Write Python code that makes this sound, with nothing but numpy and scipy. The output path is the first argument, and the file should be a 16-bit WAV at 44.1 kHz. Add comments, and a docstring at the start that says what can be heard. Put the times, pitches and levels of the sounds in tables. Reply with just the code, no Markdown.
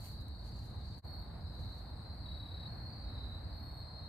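"""A pond at dusk: single crickets trill, often overlapping, before a far chorus, all scattered by the bank's trees.
Each wing stroke sounds as a short tone with harmonics; the furthest crickets are a band of noise.
Distant traffic rumbles underneath as filtered noise, with a faint hum, and a far car passes.
Clothes rustle and tick as bursts of noise, mostly in the first second.
Then the level dips briefly, and the road is a little louder from there on, over a faint hiss of air."""
import sys
import numpy as np
from scipy import signal
from scipy.fft import rfft, irfft, dct
from scipy.io import wavfile
from scipy.ndimage import uniform_filter1d

SR = 44100
rng = np.random.default_rng(int(sys.argv[2]) if len(sys.argv) > 2 else 0)


def to_wav(sig):
    """Store sig (one row per channel, or 1-D mono) as 16-bit WAV at the path in sys.argv[1].

    Samples outside -1..1 are clipped; the rate is SR.
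    """
    pcm = np.clip(np.atleast_2d(sig), -1, 1) * 32767
    pcm = np.round(pcm).astype(np.int16)
    wavfile.write(sys.argv[1], SR, pcm.T)  # frames by channels


N = 180060
TIME = np.arange(N) / SR  # s

# Trills of single crickets; echo is relative to direct sound, third harmonic to the fundamental:
# start_s, end_s, pitch_hz, level_db, echo_db, third_harmonic_db, strokes_per_s, fade_in_s
CRICKET_TRILLS = [ (0.00, 0.223, 4540, -64.5, 4, -32, 37, .005), (0.00, 0.252, 4073, -66, 7, -32, 33, .005),
                  (0.00, 0.115, 4360, -64.5, 7, -32, 40, 0.0046),
                  (0.28, 0.64, 4450, -65, 2, -32, 30, 0.045), (0.30, 0.67, 4730, -76, 13, -35, 32, 0.046),
                  (0.619, 1.00, 4020, -75, 6, -32, 36, 0.026), (0.84, 1.006, 4510, -65, 5, -36, 33, 0.022),
                  (1.04, 1.25, 4335, -57.3, 6, -20, 35, .01),
                  (1.04, 1.213, 4570, -66.5, -1, -29, 37, 0.007),
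                  (1.39, 1.80, 4010, -63.5, 3, -32, 35.3, .1), (1.50, 1.93, 4130, -66, 5, -21.5, 33, .02),
                  (1.601, 1.834, 4400, -66, -1, -20.5, 34.8, .015),
                  (1.45, 1.92, 3830, -72, 7, -35, 33, 0.09), (1.96, 2.20, 4140, -64.5, 2, -34, 35, .04),
                  (2.06, 2.40, 4410, -66, 3, -34, 35, .04),
                  (2.253, 2.676, 3908, -56.3, -9, -30.5, 34.95, .003),
                  (2.48, 2.72, 4250, -64, 3, -34, 36, .05), (2.634, 2.89, 4320, -58, 5, -28, 37, .03),
                  (2.86, 3.06, 4550, -63.5, 7, -32, 35, .015), (2.84, 3.12, 4230, -63.5, 5, -34, 37, .02),
                  (3.066, 3.42, 3950, -58, -2, -30, 36.3, .14), (3.01, 3.37, 3860, -66.5, 3, -32, 33, .04),
                  (3.35, 3.625, 4590, -70, 9, -32, 34, 0.055), (3.40, 3.62, 4120, -64.5, 4, -34, 35, .05),
                  (3.517, 3.857, 3780, -75, 7, -35, 30, 0.0091), (3.535, 3.827, 4325, -61, 8, -17, 35, .03),
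                  (3.755, 4.08, 4235, -59, 3, -34, 36, .02), (3.99, 4.08, 3870, -67, 4, -34, 34, .015), ]
# Short cheeps, and one strong wing stroke within a trill: start_s, length_s, pitch_hz, level_db
CRICKET_CHEEPS = [ (0.193, 0.033, 3870, -66), (.80, 0.032, 3670, -72.5), (0.912, 0.025, 3680, -70),
                  (1.723, 0.019, 4010, -58), ]
# Nearer calls of the small insects: start_s, end_s, pitch_hz, level_db
SMALL_INSECT_CALLS = [(1.31, 1.56, 4990, -80.5), (1.93, 2.05, 8240, -79), (2.98, 3.29, 4990, -82.5),
                      (3.62, 3.88, 8480, -83.5)]
# Spectrum shape of the furthest crickets: frequency_hz, density_db_per_hz
HAZE_SPECTRUM = [(3000, -23), (3350, -24), (3650, -12.5), (3850, -13), (4100, 2.5), (4400, -0.5),
                 (4600, -8), (4800, -7.5), (5050, -10.5), (5300, -30), (6000, -62)]
# Brushes of cloth, one per movement; the treble tilt acts above 6 kHz:
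# peak_s, rise_s, decay_s, level_db, treble_tilt_db_per_octave
CLOTH_BRUSHES = [(0.057, 0.042, 0.05, -56.5, -1.5), (.48, 0.053, 0.049, -70.5, -9),
                 (.57, 0.04, 0.096, -68.5, -11), (.66, .015, 0.038, -70, -5), (.91, 0.14, .1, -74, -15),
                 (1.60, 0.054, 0.09, -74.5, -10), (1.78, 0.1, 0.044, -74.5, -10)]
# Dry ticks: start_s, decay_s, level_db
CLOTH_TICKS = [(.208, 0.014, -67), (.283, 0.0022, -59), (.64, .004, -67), (.98, 0.04, -67.5)]
# Spectrum shape of rubbing cloth: frequency_hz, density_db_per_hz
CLOTH_SPECTRUM = [(1500, -3.5), (3000, -2.5), (6000, -1), (8500, 2.5), (11000, 2.5), (14000, 4),
                  (16000, -11)]
# Spectrum shape of the far engines: frequency_hz, density_db_per_hz
RUMBLE_SPECTRUM = [(20, -34.5), (30, -14), (40, -10.5), (50, -0.5), (78, 0.5), (105, -2), (135, -8.5),
                   (180, -13), (240, -18), (340, -24.5), (500, -33), (900, -65.5)]
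# Spectrum shape of the far tyre roar: frequency_hz, density_db_per_hz
TYRE_SPECTRUM = [(150, -16), (350, -9.5), (500, -2), (730, 1), (1000, -2.5), (1300, -8.5), (1700, -11.5),
                 (2100, -17), (2700, -30.5), (3300, -30), (5000, -54)]
# Spectrum shape of the passing car's tyres: frequency_hz, density_db_per_hz
CAR_SPECTRUM = [(400, -13), (900, -4), (1600, 5), (2100, -1.5), (2600, -5), (3200, -24), (5000, -30)]
# Spectrum shape of the air hiss: frequency_hz, density_db_per_hz
AIR_SPECTRUM = [(2000, -6.5), (5500, -8.5), (7500, -2), (10000, -1.5), (12500, 0), (14000, -6),
                (15000, -12), (16000, -12)]
# Stereo width of the microphone pair: frequency_hz, difference_signal_gain_db
STEREO_WIDTH = [(2000, -0.5), (2800, 7), (3300, 2), (3800, 2.5), (4300, 2.5), (6000, 3), (10000, -3),
                (15000, -5)]
# Bass mismatch of the two microphones: frequency_hz, left_lead_rad, left_against_right_db
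MICROPHONE_MISMATCH = [(29.8, .16, -1.5), (68.6, 0.27, -1.2), (130, 0.31, .5), (234, 0.24, .8),
                       (480, 0.35, -0.7), (650, -.4, 1.2), (1010, -0.7, 0.5), (1460, -0.01, -0.5)]

# wing strokes: sounding share of a cycle, share by which the pitch sags
STROKE_SHARE, STROKE_SAG = .56, .036
SECOND_UNDER_THIRD_DB = -6  # second harmonic against the third
# the second wing rings lower, weaker and later: pitch ratio, level (dB), lag (share of a cycle)
LOWER_WING_RATIO, LOWER_WING_DB, LOWER_WING_LAG = .941, -16, .33
LOWER_WING_SCATTER = 0.00894  # its pitch varies from stroke to stroke (share)
NEAR_LEFT_DB = 1.5
BANK_ECHO_S, BANK_ECHO_DB = .0125, -11
OVERTONE_ECHO_DB = 2  # echo against direct sound
CHORUS_DB, CHORUS_SWELL_DB, CHORUS_SWELLS_PER_S = -61.3, .3, 2.3
SMALL_INSECTS_DB, SMALL_STROKES_PER_S = -86, 34.8
ENGINES_DB, TYRES_DB, ROAD_BEFORE_DIP_DB = -44.5, -59, -3
CAR_NEAREST_S, CAR_DB, CAR_DISTANCE_M, CAR_SPEED_M_S = 2.88, -69.5, 19, 30
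HUM_HZ, HUM_DB = 299.4, -72.5
DIP_S, DIP_HALF_S, DIP_DB = 1.017, 0.033, -33
TOP_HZ = 15650


def undb(db):
    """Logarithmic level: 20 dB is a factor of ten in amplitude."""
    return 10 ** (np.asarray(db) / 20)


def unit(x):
    """Normalisation: scale to rms 1."""
    return x / np.sqrt(np.mean(x ** 2) + 1e-20)


def colour(x, points):
    """Linear filtering: weight the cosine spectrum by a gain interpolated over log frequency."""
    hz, db = np.transpose(points)
    bins = np.maximum(np.arange(N) * SR / (2 * N), 1)
    gain = undb(np.interp(np.log(bins), np.log(hz), db))
    spectrum = dct(x, norm="ortho")
    return dct(spectrum * gain, type=3, norm="ortho")


def walk(rate):
    """Slow random modulation: smoothed random steps, rate per second, with rms 1."""
    step = int(SR / rate)
    steps = np.repeat(rng.standard_normal(N // step + 1), step)
    return unit(uniform_filter1d(steps, step)[:N])


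def pan(x, left_db):
    """Interaural level difference: lean a sound to the left."""
    return x * undb(np.array([[left_db], [-left_db]]) / 2)


def stereo_noise(side_db):
    """Partial coherence: noise common to both ears plus a part that is opposite in them."""
    mid, side = rng.standard_normal((2, N))
    return unit(mid + undb(side_db) * side * np.array([[1], [-1]]))


def add(out, x, start):
    """Superposition: mix a short stereo sound in at a time in seconds."""
    i = int(start * SR)
    first, last = max(i, 0), min(i + x.shape[1], N)
    if last > first:
        out[:, first:last] += x[:, first - i:last - i]


def trees(x, echo_db, t60=0.1, delay_s=.004):
    """Diffuse scattering: trunks and leaves add a short tail, different at each ear, at about equal total energy."""
    t = TIME[:SR // 6]
    decay = undb(-60 * t / t60) * (t > delay_s)
    tail = rng.standard_normal((2, len(t))) * decay
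    wet = signal.fftconvolve(x[None], tail, axes=1)
    wet *= np.sqrt(np.sum(x ** 2) / np.sum(wet ** 2, axis=1, keepdims=True))
    direct = np.pad(x, (0, len(t) - 1))
    return (direct + undb(echo_db) * wet) / np.hypot(1, undb(echo_db))


def trill(length, hz, rate, third_db=-40, second_db=-37, duty=.62, sag=.05, rise=.004, uneven_db=1.3,
          jitter=.003, soft_s=.015, wing_db=0):
    """Stridulation: each stroke drags scraper over file; its pitch sags late on, and the second wing rings late."""
    t = TIME[:int(max(length, 1 / 100) * SR)]
    cycles = t * rate
    # one random draw per stroke for pitch, strength and second wing
    pitch_chance, level_chance, wing_chance = rng.standard_normal((SR // 100, 3))[cycles.astype(int)].T
    stroke = np.minimum(cycles % 1 / min(duty, 1), 1)
    late_stroke = np.clip((cycles % 1 - LOWER_WING_LAG) / min(duty, 1), 0, 1)

    slowing = stroke ** 4 - .5 ** 4
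    drift = rise * (t / t[-1] - .5)  # over the whole trill
    pitch = hz * (1 - sag * slowing + drift + jitter * pitch_chance)
    phase = 2 * np.pi * np.cumsum(pitch) / SR
    first_wing = np.sin(phase) + undb(second_db) * np.sin(2 * phase) + undb(third_db) * np.sin(3 * phase)

    lower_pitch = LOWER_WING_RATIO * hz * (1 + LOWER_WING_SCATTER * wing_chance)
    lower_phase = 2 * np.pi * np.cumsum(lower_pitch) / SR
    second_wing = undb(LOWER_WING_DB + wing_db) * np.sin(lower_phase)

    # a trill that swells in slowly also eases off slowly
    onset = 1 - .75 * np.exp(-t / soft_s)
    release = np.clip((t[-1] - t) / (.004 + .4 * soft_s), 0, 1)
    wings = first_wing * np.sin(np.pi * stroke) + second_wing * np.sin(np.pi * late_stroke)
    return unit(wings * undb(uneven_db * level_chance) * onset * release)


def near_crickets(jitter=.0022):
    """Discrete reflection and scattering: single crickets, often overlapping, each trill thrown back by the bank."""
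    out = np.zeros((2, N))
    lag = int(BANK_ECHO_S * SR)
    below_overtones = signal.butter(4, 6000, fs=SR, output="sos")
    for start, end, hz, db, echo_db, third_db, rate, fade_s in CRICKET_TRILLS:
        call = trill(end - start, hz, rate, third_db, third_db + SECOND_UNDER_THIRD_DB,
                     duty=STROKE_SHARE, sag=STROKE_SAG, jitter=jitter, soft_s=fade_s)
        bank_echo = undb(BANK_ECHO_DB) * np.pad(call, (lag, 0))
        call = (np.pad(call, (0, lag)) + bank_echo) * undb(db)
        tone = signal.sosfiltfilt(below_overtones, call)
        # the overtones have one echo level for all trills
        overtones = trees(call - tone, OVERTONE_ECHO_DB)
        add(out, pan(trees(tone, echo_db), NEAR_LEFT_DB) + overtones, start)
    for start, length, hz, db in CRICKET_CHEEPS:
        cheep = trill(length, hz, .5 / length, rise=-0.012, wing_db=-11)
        add(out, pan(trees(cheep, -4), NEAR_LEFT_DB) * undb(db), start)
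    return out


def chorus(centre_hz, spread_hz, overtone_db, echo_db, count, rate=35, length_s=.35):
    """Incoherent superposition: overlapping trills, each with its own pitch, tempo and strength."""
    out = np.zeros((2, N))
    # insects that call together spread over the whole pitch range
    groups = [rng.permutation(np.linspace(-1, 1, 8)) for _ in range(count // 8 + 1)]
    places = np.concatenate(groups)
    for slot, place in zip(np.linspace(-length_s, TIME[-1], count), places):
        detune, tempo, strength, late = rng.uniform(-1, 1, 4)
        place = (7 * place + detune) / 8
        hz = centre_hz + spread_hz * place
        call = trill(length_s, hz, rate * (1 + 0.1775 * tempo), overtone_db, overtone_db)
        swell = np.sqrt(np.hanning(len(call)))
        # voices at the edges of the pitch range are the weak ones
        voice_db = 2 * strength - 8 * place ** 2
        add(out, trees(call * swell, echo_db) * undb(voice_db), slot + .04 * late)
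    return unit(out)


def far_insects(trills_db=-1.3, haze_db=-7.5, echo_db=1, flicker_db=1.5):
    """Many-source limit: crickets along the bank swell gently together; the furthest blur into noise."""
    trills = chorus(4230, 470, -31.5, echo_db, count=150) * undb(trills_db)
    haze = unit(colour(rng.standard_normal((2, N)), HAZE_SPECTRUM))
    haze = haze * undb(haze_db + flicker_db * walk(70))
    swell_db = CHORUS_SWELL_DB * walk(CHORUS_SWELLS_PER_S)
    return pan(trills + haze, 3.4) * undb(CHORUS_DB + swell_db)


def clothes(slip_db=1.7, surge_db=1.2, catch_db=1.4):
    """Stick-slip friction: each brush swells and dies away in tiny slips, the duller ones halting; sharper ticks."""
    out, tick_envelope = 0, 0
    slips = unit(undb(slip_db * walk(1500) + surge_db * walk(90)))
    for peak, rise, decay, db, tilt_db in CLOTH_BRUSHES:
        spectrum = [(hz, level + tilt_db * np.log2(max(hz / 6000, 1))) for hz, level in CLOTH_SPECTRUM]
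        rub = unit(colour(stereo_noise(-2.2), spectrum))
        # the steeper the treble tilt, the deeper the catches
        catches = unit(undb(catch_db * tilt_db / 10 * np.tanh(2 * walk(130))))
        envelope = np.exp(-np.abs(TIME - peak) / np.where(TIME < peak, rise, decay))
        out = out + rub * slips * catches * undb(db) * envelope
    for start, decay, db in CLOTH_TICKS:
        fade = np.exp(-np.abs(TIME - start) / decay)
        tick_envelope = tick_envelope + undb(db) * (TIME >= start) * fade
    return out + unit(colour(stereo_noise(-2.2), CLOTH_SPECTRUM)) * tick_envelope


def passing_car():
    """Spherical spreading: tyre noise whose amplitude falls as one over the distance of a car driving by."""
    distance = np.hypot(CAR_DISTANCE_M, CAR_SPEED_M_S * (TIME - CAR_NEAREST_S))
    tyre_noise = unit(colour(stereo_noise(-1), CAR_SPECTRUM))
    return tyre_noise * undb(CAR_DB) * CAR_DISTANCE_M / distance


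def traffic():
    """Coherence of far noise: engines rumble nearly alike in both ears, tyre roar is wider; a faint hum wavers."""
    rumble = unit(colour(stereo_noise(-22.5), RUMBLE_SPECTRUM)) * undb(ENGINES_DB + 1.2 * walk(6.41))
    tyres = unit(colour(stereo_noise(-4.5), TYRE_SPECTRUM)) * undb(TYRES_DB + 0.89 * walk(9.9))
    road = (tyres + passing_car()) * undb(ROAD_BEFORE_DIP_DB * (TIME < DIP_S))
    hum_pitch = HUM_HZ * (1 + 0.01114 * walk(10))
    hum_phase = 2 * np.pi * np.cumsum(hum_pitch) / SR
    hum = np.sin(hum_phase) * undb(HUM_DB + 4.6 * walk(2.86))
    return pan(rumble, -0.67) + pan(road, 0.36) + hum


def small_insects():
    """Stridulation at higher pitch: a chorus about an octave above the crickets; now and then a nearer call."""
    out = chorus(8450, 750, -90, 3, count=140) * undb(SMALL_INSECTS_DB)
    for start, end, hz, db in SMALL_INSECT_CALLS:
        call = trill(end - start, hz, SMALL_STROKES_PER_S, sag=0.004, jitter=.002, soft_s=.05)
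        add(out, trees(call, 10) * undb(db), start)
    return pan(out, 8.1)


def air_hiss():
    """Stationary broadband noise: a faint, steady hiss, nearly alike in both ears."""
    hiss = unit(colour(stereo_noise(-18), AIR_SPECTRUM)) * undb(-84.0)
    return pan(hiss, 0.43)


def microphones(x):
    """Transducer mismatch: the pair differs a little in phase and level, chiefly at low frequencies."""
    hz, lead, left_db = np.transpose(MICROPHONE_MISMATCH)
    bins = np.log(np.maximum(np.arange(N // 2 + 1) * SR / N, 1))
    phase = np.interp(bins, np.log(hz), lead)
    level_db = np.interp(bins, np.log(hz), left_db)
    # each side takes half of the difference
    half = np.exp(1j * phase / 2) * undb(level_db / 2)
    return irfft(rfft(x) * np.array([half, 1 / half]), N)


def scene():
    """Superposition of insects, clothes, traffic and air."""
    insects = near_crickets() + far_insects() + small_insects()
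    return insects + clothes() + traffic() + air_hiss()


def record(dry):
    """Mid-side stereo: the image is widened most near 3 kHz; the level dips briefly, and the top is cut."""
    side = (dry[0] - dry[1]) / 2
    extra_side = colour(side, STEREO_WIDTH) - side
    dry = microphones(dry + extra_side * np.array([[1], [-1]]))
    away_from_dip = np.clip(np.abs(TIME - DIP_S) / DIP_HALF_S, 0, 1) ** 2
    gain = away_from_dip + (1 - away_from_dip) * undb(DIP_DB)
    top_cut = signal.ellip(10, .2, 70, TOP_HZ, fs=SR, output="sos")
    return signal.sosfilt(top_cut, dry * gain)


dry = scene()
out = record(dry)
to_wav(out)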